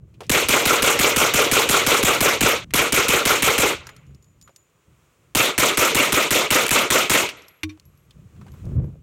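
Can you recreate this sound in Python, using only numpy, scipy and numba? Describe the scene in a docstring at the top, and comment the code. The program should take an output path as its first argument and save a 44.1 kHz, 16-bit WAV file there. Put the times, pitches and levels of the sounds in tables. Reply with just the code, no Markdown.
"""Carbine strings on a tyre-walled range

Gravel range walled with stacked tyres, mono camera microphone a few metres from the shooter: three rapid strings.
Each shot is a noise crack and gas jet, a sliding low thump, and echoes of banded noise with hollow tyre booms.
In the pauses, spent cases tinkle as ringing modes on gravel and the gun is handled in noise clicks and a hollow knock.
Shaped noise makes the wind buffeting and the faint open air; a compressor squeezes the loud shots."""
import sys
import numpy as np
from scipy import signal
from scipy.fft import rfft, irfft
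from scipy.io import wavfile
from scipy.ndimage import uniform_filter1d
from numba import njit

SR = 44100
rng = np.random.default_rng(int(sys.argv[2]) if len(sys.argv) > 2 else 0)


def rack_gain(trim_db):
    """Turn a fader trim in dB into the linear factor to multiply a signal by."""
    fader = np.asarray(trim_db, float)
    return 10 ** (fader / 20)


def put_to_file(sound):
    """Save the sound as 16-bit audio at rate SR, in the file named by the first command-line argument."""
    columns = np.atleast_2d(sound).T  # one column per channel
    safe = np.clip(columns, -1, 1)
    whole_steps = np.round(safe * 32767)
    wavfile.write(sys.argv[1], SR, whole_steps.astype(np.int16))


N = 397782
T = np.arange(N) / SR

# Shots: t/s, blast level/dB, thump level/dB relative to the blast
SHOTS = [(0.2953, -4.5, -0.5), (0.4858, -2.5, -6.5), (0.6541, -2, -5), (0.822, -3, -6.5),
         (0.9907, -2.5, -4.5), (1.1616, -2.5, -4.5), (1.3377, -3, -4.5), (1.514, -2, -6),
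         (1.6896, -2.5, -4.5), (1.8646, -2, -5.5), (2.0288, -3, -1), (2.206, -2.5, -3.5),
         (2.408, -2.5, -3.5), (2.7373, -3.5, -4), (2.9227, -3.5, -4.5), (3.0833, -3, -5), (3.253, -3, -5.5),
         (3.4229, -2.5, -5.5), (3.5802, -3.5, -4), (5.3498, -3, -4.5), (5.5793, -2, -6.5),
         (5.7726, -2.5, -7), (5.9473, -3, -6), (6.1223, -4.5, -4.5), (6.3067, -4, -6.5), (6.505, -1.5, -7),
         (6.7076, -2.5, -6), (6.9033, -2, -8), (7.097, -2, -6)]
# Aim of each string: start t/s, late echo level/dB, far bank level/dB, thump echo level/dB
STRINGS = [(0, 3, 0, -6), (2.7, -1, 0.5, 0), (5, 1.3, 1.5, -16)]
# Spectrum of crack and gas jet: f/Hz, relative level/dB per Hz
MUZZLE_COLOUR = [(300, -13), (2500, -2), (5000, -11), (8000, -7.5), (14000, -13.5), (17000, -21)]
CRACK_DB, JET_DB = -8.5, -4.5  # relative to the blast
# Short dry cracks just ahead of one shot: t/s, level/dB
SNAPS = [(6.665, -15.5), (6.681, -21), (6.6915, -14)]
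# One shot thumps twice: t/s, level/dB
SECOND_THUMP = 2.435, -1.8
THUMP_ECHO_S = 0.057  # the long tyre wall returns the thump
# Spectrum of the echo field: f/Hz, relative level/dB per Hz
ROAR_COLOUR = [(35, -34), (60, -19.5), (118, -6), (164, -7), (458, 5), (822, -6.5), (1340, -2),
               (1740, -12.5), (2190, -4), (3500, -11), (4860, -19), (6900, -11.5), (10800, -21.5),
               (13300, -16), (16000, -30)]
# Echo decay: f/Hz, near-wall t60/s, far-bank t60/s, far-bank level/dB
DECAY = [(99, 0.13, 0.88, -33.5), (445, 0.14, 0.6, -30.5), (2100, 0.17, 0.8, -33.5),
         (4040, 0.22, 0.6, -28.5), (7000, .16, 0.45, -28.5), (12960, .12, 0.24, -30.5)]
# Wall echoes: delay t/s, level/dB at 300 Hz, level/dB at 2 kHz, level/dB at 10 kHz
WALLS = [(.009, -13.5, -7, -2.5), (0.018, -12, -2.5, 0), (0.037, -16, -1, -1.5), (0.051, 1, 6, 1.5),
         (.075, -8.5, -2.5, -2), (.1, -17, -7, -9), (.125, -14.5, -14.5, -25)]
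LATE_S = 0.07  # echoes after this come from down the range and change with the aim
# An edit cut chops the echo tail off until the next string: start t/s, end t/s
ECHO_CUT = 2.645, 2.73
# Share of the echo noise that repeats from shot to shot: f/Hz, share/0-1
REPEATED_SHARE = [(300, 0.78), (1200, 0.5), (2500, .35), (6000, 0.2)]
MOVE_S = 4.85  # the shooter stands on another spot from here
# Tyre-stack booms, one list per firing spot: delay t/s, level/dB relative to the blast
BOOMS = [
    [(.052, -6.5), (.059, -5.5), (.069, -18), (.078, -8), (.084, -1), (.1, -19.5), (.121, -24.5),
     (.131, -31)],
    [(.047, 1.5), (.054, -8), (.066, -10.5), (.078, -14.5), (.093, -20), (.116, -22)],
]
# Cavity tones of the hollow tyres: f/Hz, level/dB
TYRE_TONES = [(400, 1), (480, 0), (1150, -13)]
TYRE_T60_S = 0.03
# Spent cases bouncing: t/s, click level/dB, ring level/dB before the mode levels
CASES = [(3.8691, -34, -49), (3.8929, -50, -60.5), (3.9642, -44.5, -72), (4.0664, -62, -64),
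         (4.1475, -53, -64.5), (4.2253, -57.5, -54), (4.2435, -58.5, -69), (4.4134, -45.5, -60),
         (4.425, -51, -50), (4.5613, -42, -51), (7.3704, -58, -51), (7.421, -49, -70), (7.4823, -43.5, -47),
         (7.8535, -59, -55), (7.9746, -60, -61), (8.5184, -55, -59), (8.6531, -52, -68), (8.8443, -67, -67)]
# Brass modes: f/Hz, t60/s, level/dB on the first spot, level/dB on the second
CASE_MODES = [(6982, 0.08, 0, -25), (11500, 0.078, -14, 0)]
# Hands and moving parts on the gun: t/s, level/dB, centre f/Hz, t60/s
HANDLING = [(0.141, -57, 2700, 0.07), (0.206, -28.5, 470, 0.09), (0.208, -49, 1500, 0.11),
            (0.233, -47, 2700, 0.16), (0.266, -49, 6000, 0.03), (2.707, -38, 2060, 0.033),
            (3.744, -44, 2850, 0.025), (3.87, -36, 1200, .04), (3.891, -34, 1330, 0.05),
            (4.107, -60, 1310, 0.04), (4.476, -45, 1138, 0.05), (4.493, -48, 600, 0.055),
            (7.289, -23.5, 2500, 0.073), (7.633, -19.5, 2420, 0.04), (7.692, -47, 2266, 0.13),
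            (7.775, -51, 947, 0.025), (7.798, -42.5, 4610, 0.015), (8.108, -46.5, 3540, 0.031),
            (8.363, -56.5, 1027, 0.044), (8.413, -48, 1250, 0.075), (8.465, -46, 929, 0.06),
            (8.482, -49, 1500, .04), (8.538, -51, 1026, 0.051)]
# Slap and its rebound: t/s
KNOCK_TIMES = [7.632, 7.694]
# Strength of slap and rebound: level/dB
KNOCK_LEVELS = [-20, -30]
# Modes of the hollow part: f/Hz, level/dB, t60/s
KNOCK_MODES = [(90.4, -5, 0.34), (312.3, -0.5, 0.27), (1109, -20, .1), (2350, -9, 0.062), (2440, -8, 0.049),
               (3650, -12, .06), (4320, -15, .05), (5500, -17, .05), (5860, -14, 0.057)]
KNOCK_DAMPED_S, DAMP_T60_S = 7.77, 0.05  # a hand stops the ring
# Wind before its puffs: t/s, level/dB
WIND_LEVEL = [(0, -44.5), (.15, -50.5), (.3, -42), (2.64, -41), (3.85, -49), (4.0, -52), (4.09, -43.5),
              (4.2, -54), (4.49, -55), (4.52, -70), (4.84, -70), (4.865, -56.5), (5.1, -64), (5.33, -61),
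              (7.4, -60), (7.46, -70), (7.8, -59), (8.13, -57), (8.16, -44.5), (8.3, -50.5), (8.46, -38),
              (8.62, -40.5), (8.66, -28.5), (8.72, -26), (8.79, -14), (8.87, -27), (8.92, -37), (9.02, -46)]
# Spectrum of the wind eddies: f/Hz, relative level/dB per Hz
WIND_COLOUR = [(15, -33.5), (25, -20), (59, 5), (140, 6.5), (271, -11.5), (352, -12.5), (849, -40.5),
               (1220, -39.5), (3000, -59.5), (3900, -95.5), (6600, -120)]
# Open-air hiss before its flicker: t/s, level/dB
AIR_LEVEL = [(0, -78), (.1, -70.5), (4.0, -67), (4.2, -69), (4.86, -66), (5.02, -63), (5.33, -65.5),
             (7.8, -67.5), (8.4, -63), (8.6, -58.5), (8.7, -59.5), (8.85, -66), (9.02, -70)]
# Spectrum of the open air: f/Hz, relative level/dB per Hz
AIR_COLOUR = [(150, -24), (250, -6.5), (330, -3), (452, -2.5), (831, -13), (1120, -6), (1760, -14),
              (2490, -11.5), (4820, -23), (7060, -16.5), (10500, -25.5), (14900, -26), (16000, -22.5)]


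def carbine():
    """A 4 ms crack, a 5 ms gas jet and a thump; a strong thump pins the membrane and mutes the roar."""
    s, blast_db, thump_db = np.transpose(SHOTS)
    start, *aim_db = np.transpose(STRINGS)
    string = np.searchsorted(start, s, "right") - 1
    late_db, far_db, echo_db = (db[string] for db in aim_db)
    snap_s, snap_db = np.transpose(SNAPS)

    cracks = spikes(s + 0.0018, rack_gain(blast_db + CRACK_DB)) + spikes(snap_s + 0.0018, rack_gain(snap_db))
    jets = spikes(s + 0.0074, rack_gain(blast_db + JET_DB))
    gate = uniform_filter1d(cracks, size=160) * 160 + uniform_filter1d(jets, size=220) * 220
    gate = uniform_filter1d(gate, size=20)  # softens the edges
    muzzle = gate * coloured(rng.standard_normal(N), MUZZLE_COLOUR)

    push = spikes(s + 0.0065, rack_gain(blast_db + thump_db))
    push += spikes(s + THUMP_ECHO_S, rack_gain(blast_db + thump_db + echo_db))
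    push += spikes([SECOND_THUMP[0]], [rack_gain(SECOND_THUMP[1])])

    pinned = uniform_filter1d(spikes(s + 0.015, rack_gain(6.9 * thump_db)), size=300) * 300
    pinned = uniform_filter1d(pinned, size=60)
    roar = echoes(s, blast_db, late_db, far_db) / (1 + 5 * pinned)
    return muzzle + thump(push) + roar


def thump(push):
    """The gas bubble swings ever slower as it grows: a boom that slides down within 25 ms."""
    t = np.arange(3500) / SR
    hz = 55 + 360 * np.exp(-t / 0.0075)
    boom = -np.sin(2 * np.pi * np.cumsum(hz) / SR) * np.exp(-t / 0.012)
    boom += rack_gain(-14) * np.sin(2 * np.pi * 42 * t) * np.exp(-t / 0.015)  # rebound of the displaced air
    return signal.oaconvolve(push, boom)[:N]


def echoes(s, blast_db, late_db, far_db):
    """Every half-octave swells at the wall echoes, flutters, and dies at its own rate."""
    noise = rfft(scatter(s))
    octave = np.log2(np.maximum(np.fft.rfftfreq(N, 1 / SR), 1))
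    delay, *wall_db = np.transpose(WALLS)
    arrivals = (s[:, None] + delay).ravel()
    shot_db = blast_db[:, None] + late_db[:, None] * (delay > LATE_S)
    banks = rack_gain(2 * np.interp(T, s, far_db))  # doubled dB: these are powers
    out = booms(s, blast_db)
    for hz in 60 * 2 ** np.arange(0, 8.3, 0.5):
        window = np.cos(np.pi * np.clip(octave - np.log2(hz), -0.5, 0.5)) ** 2
        band = irfft(noise * window, N)
        gain_db = [at(list(zip((300, 2000, 10000), row)), hz) for row in np.transpose(wall_db)]
        power = spikes(arrivals, rack_gain(2 * (shot_db + gain_db)).ravel())
        power = uniform_filter1d(power, size=300, origin=149)  # a rough wall spreads its echo over 7 ms
        # fade() drops power by 30 dB per given time, so half the t60
        near = fade(power, at(DECAY, hz) / 2)
        far = fade(power * banks, at(DECAY, hz, column=2) / 2)
        total = near + rack_gain(2 * at(DECAY, hz, column=3)) * far
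        out = out + band * rack_gain(2.8 * walk(70)) * np.sqrt(np.abs(total))
    return out * ((T < ECHO_CUT[0]) | (T > ECHO_CUT[1]))


def scatter(s):
    """Echo-field noise: the same walls give much the same bass pattern for every shot from one spot."""
    last = s[np.maximum(np.searchsorted(s, T) - 1, 0)]
    since = np.clip((T - last) * SR, 0, N // 2 - 1).astype(int)
    since += (T > MOVE_S) * (N // 2)  # another pattern on the second spot
    share = at(REPEATED_SHARE, np.maximum(np.fft.rfftfreq(N, 1 / SR), 1))
    repeated = rng.standard_normal(N)[since]
    fresh = rng.standard_normal(N)
    mixed = np.sqrt(share) * rfft(repeated) + np.sqrt(1 - share) * rfft(fresh)
    return coloured(irfft(mixed, N), ROAR_COLOUR)


def booms(s, blast_db):
    """Each tyre stack answers a shot with a short swell of its cavity tones."""
    hits = 0
    for spot, table in enumerate(BOOMS):
        here = (s > MOVE_S) == spot
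        delay, db = np.transpose(table)
        hits = hits + spikes((s[here, None] + delay).ravel(), rack_gain(blast_db[here, None] + db).ravel())
    swell = 2 * np.log(1000) / (TYRE_T60_S * SR)
    out = 0
    for hz, db in TYRE_TONES:
        once = ring(hits, hz, TYRE_T60_S)
        out = out + rack_gain(db) * swell * ring(once, hz, TYRE_T60_S)  # ringing twice rounds the attack
    return out


def cases():
    """A bright tick on the stones sets two brass modes ringing; the cases roll on between bounces."""
    s, click_db, ring_db = np.transpose(CASES)
    out = sum(burst(t, db, 5700, 1.28, 0.025) for t, db in zip(s, click_db))
    rolling = rack_gain(-35.5) * rng.standard_normal(N)
    for hz, t60, first_db, second_db in CASE_MODES:
        spot_db = np.where(s > MOVE_S, second_db, first_db)
        bounce = spikes(s, rack_gain(ring_db + spot_db))
        out = out + ring(bounce + rolling * fade(bounce, 0.57), hz, t60)
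    return out


def handling():
    """Clicks and scuffs, and a slap with its rebound that rings a hollow part, building for a moment."""
    clicks = sum(burst(s, db, hz, 1.23, t60) for s, db, hz, t60 in HANDLING)
    slap = spikes(KNOCK_TIMES, rack_gain(KNOCK_LEVELS))
    knock = 0
    for hz, db, t60 in KNOCK_MODES:
        # taking away a faster decay makes the ring build up
        knock = knock + rack_gain(db) * (ring(slap, hz, t60) - ring(slap, hz, 0.2 * t60))
    held = 1000 ** (-np.maximum(T - KNOCK_DAMPED_S, 0) / DAMP_T60_S)
    return clicks + held * knock


def wind():
    """Low eddies reach the microphone in uneven puffs, with random slaps ringing the membrane."""
    level = curve(WIND_LEVEL) * rack_gain(2.5 * walk(14))  # puffs: dB, steps per s
    eddies = coloured(rng.standard_normal(N) * rack_gain(2.4 * walk(50)), WIND_COLOUR)
    slaps = (rng.random(N) < 90 / SR) * rng.standard_normal(N)  # about 90 per s
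    membrane = rack_gain(-9) * ring(slaps, 520, 0.011) + rack_gain(-31) * ring(slaps, 2000, 0.0027)
    return level * (eddies + membrane)


def air():
    """Faint hiss of the open range: shaped noise, flickering a little."""
    return curve(AIR_LEVEL) * rack_gain(0.52 * walk(28)) * coloured(rng.standard_normal(N), AIR_COLOUR)


def at(table, hz, column=1):
    """A table over frequency, read on a log axis."""
    table = np.array(table, float)
    return np.interp(np.log(hz), np.log(table[:, 0]), table[:, column])


def curve(table):
    """A level/dB curve along time, as gain."""
    return rack_gain(np.interp(T, *np.transpose(table)))


def coloured(x, table):
    """Noise given a spectrum, rms 1."""
    hz = np.maximum(np.fft.rfftfreq(N, 1 / SR), 1)
    y = irfft(rfft(x) * rack_gain(at(table, hz)), N)
    return y / y.std()


def spikes(s, gain):
    """One impulse for each event."""
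    return np.bincount((np.asarray(s) * SR).astype(int), gain, N)


def fade(x, t60):
    """Exponential tail after each impulse, down to a thousandth after t60 seconds."""
    return signal.lfilter([1], [1, -1000 ** (-1 / (t60 * SR))], x)


def ring(x, hz, t60):
    """One decaying mode, peak near 1 for a unit impulse."""
    r = 1000 ** (-1 / (t60 * SR))
    turn = 2 * np.pi * hz / SR
    return signal.lfilter([0, r * np.sin(turn)], [1, -2 * r * np.cos(turn), r * r], x)


def walk(rate):
    """Random levels, a new one every 1 / rate s, joined by ramps; spread a little under 1."""
    k = int(SR / rate)
    return uniform_filter1d(np.repeat(rng.standard_normal(N // k + 1), k), k)[:N]


def burst(s, db, hz, width, t60):
    """A short fading puff of noise from hz / width to hz * width."""
    i, t = int(s * SR), np.arange(6000) / SR
    band = signal.butter(1, [hz / width, hz * width], "bandpass", fs=SR)
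    puff = signal.lfilter(*band, rng.standard_normal(len(t)))
    out = np.zeros(N + len(t))
    out[i:i + len(t)] = rack_gain(db) * puff / puff.std() * 1000 ** (-t / t60)
    return out[:N]


def scene():
    """Everything reaches one microphone, copied to both channels."""
    return np.tile(carbine() + cases() + handling() + wind() + air(), (2, 1))


@njit
def follow(x, attack, release):
    """Envelope that rises fast and falls slowly."""
    e, out = 0., np.empty(len(x))
    for i in range(len(x)):
        a = abs(x[i])
        e += (a - e) * (attack if a > e else release)
        out[i] = e
    return out


def low_pass(x):
    """Removes everything above the highest recorded frequency."""
    return signal.sosfilt(signal.butter(12, 16980, fs=SR, output="sos"), x)


def record(dry):
    """A compressor looking 1 ms ahead squeezes the shots; peaks are rounded and the top is cut."""
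    threshold, ratio = rack_gain(-18.5), 2.6
    envelope = follow(dry[0], 1 / (0.0015 * SR), 1 / (0.016 * SR))  # attack 1.5 ms, release 16 ms
    envelope = np.roll(envelope, -44)  # look-ahead
    gain = np.minimum(threshold / (envelope + 1e-9), 1) ** (1 - 1 / ratio)
    rounded = 0.74 * np.tanh(dry * gain / 0.7)
    lowpass = signal.ellip(6, 0.3, 40, 16100, fs=SR, output="sos")
    return low_pass(signal.sosfilt(lowpass, rounded))


dry = scene()
out = record(dry)
put_to_file(out)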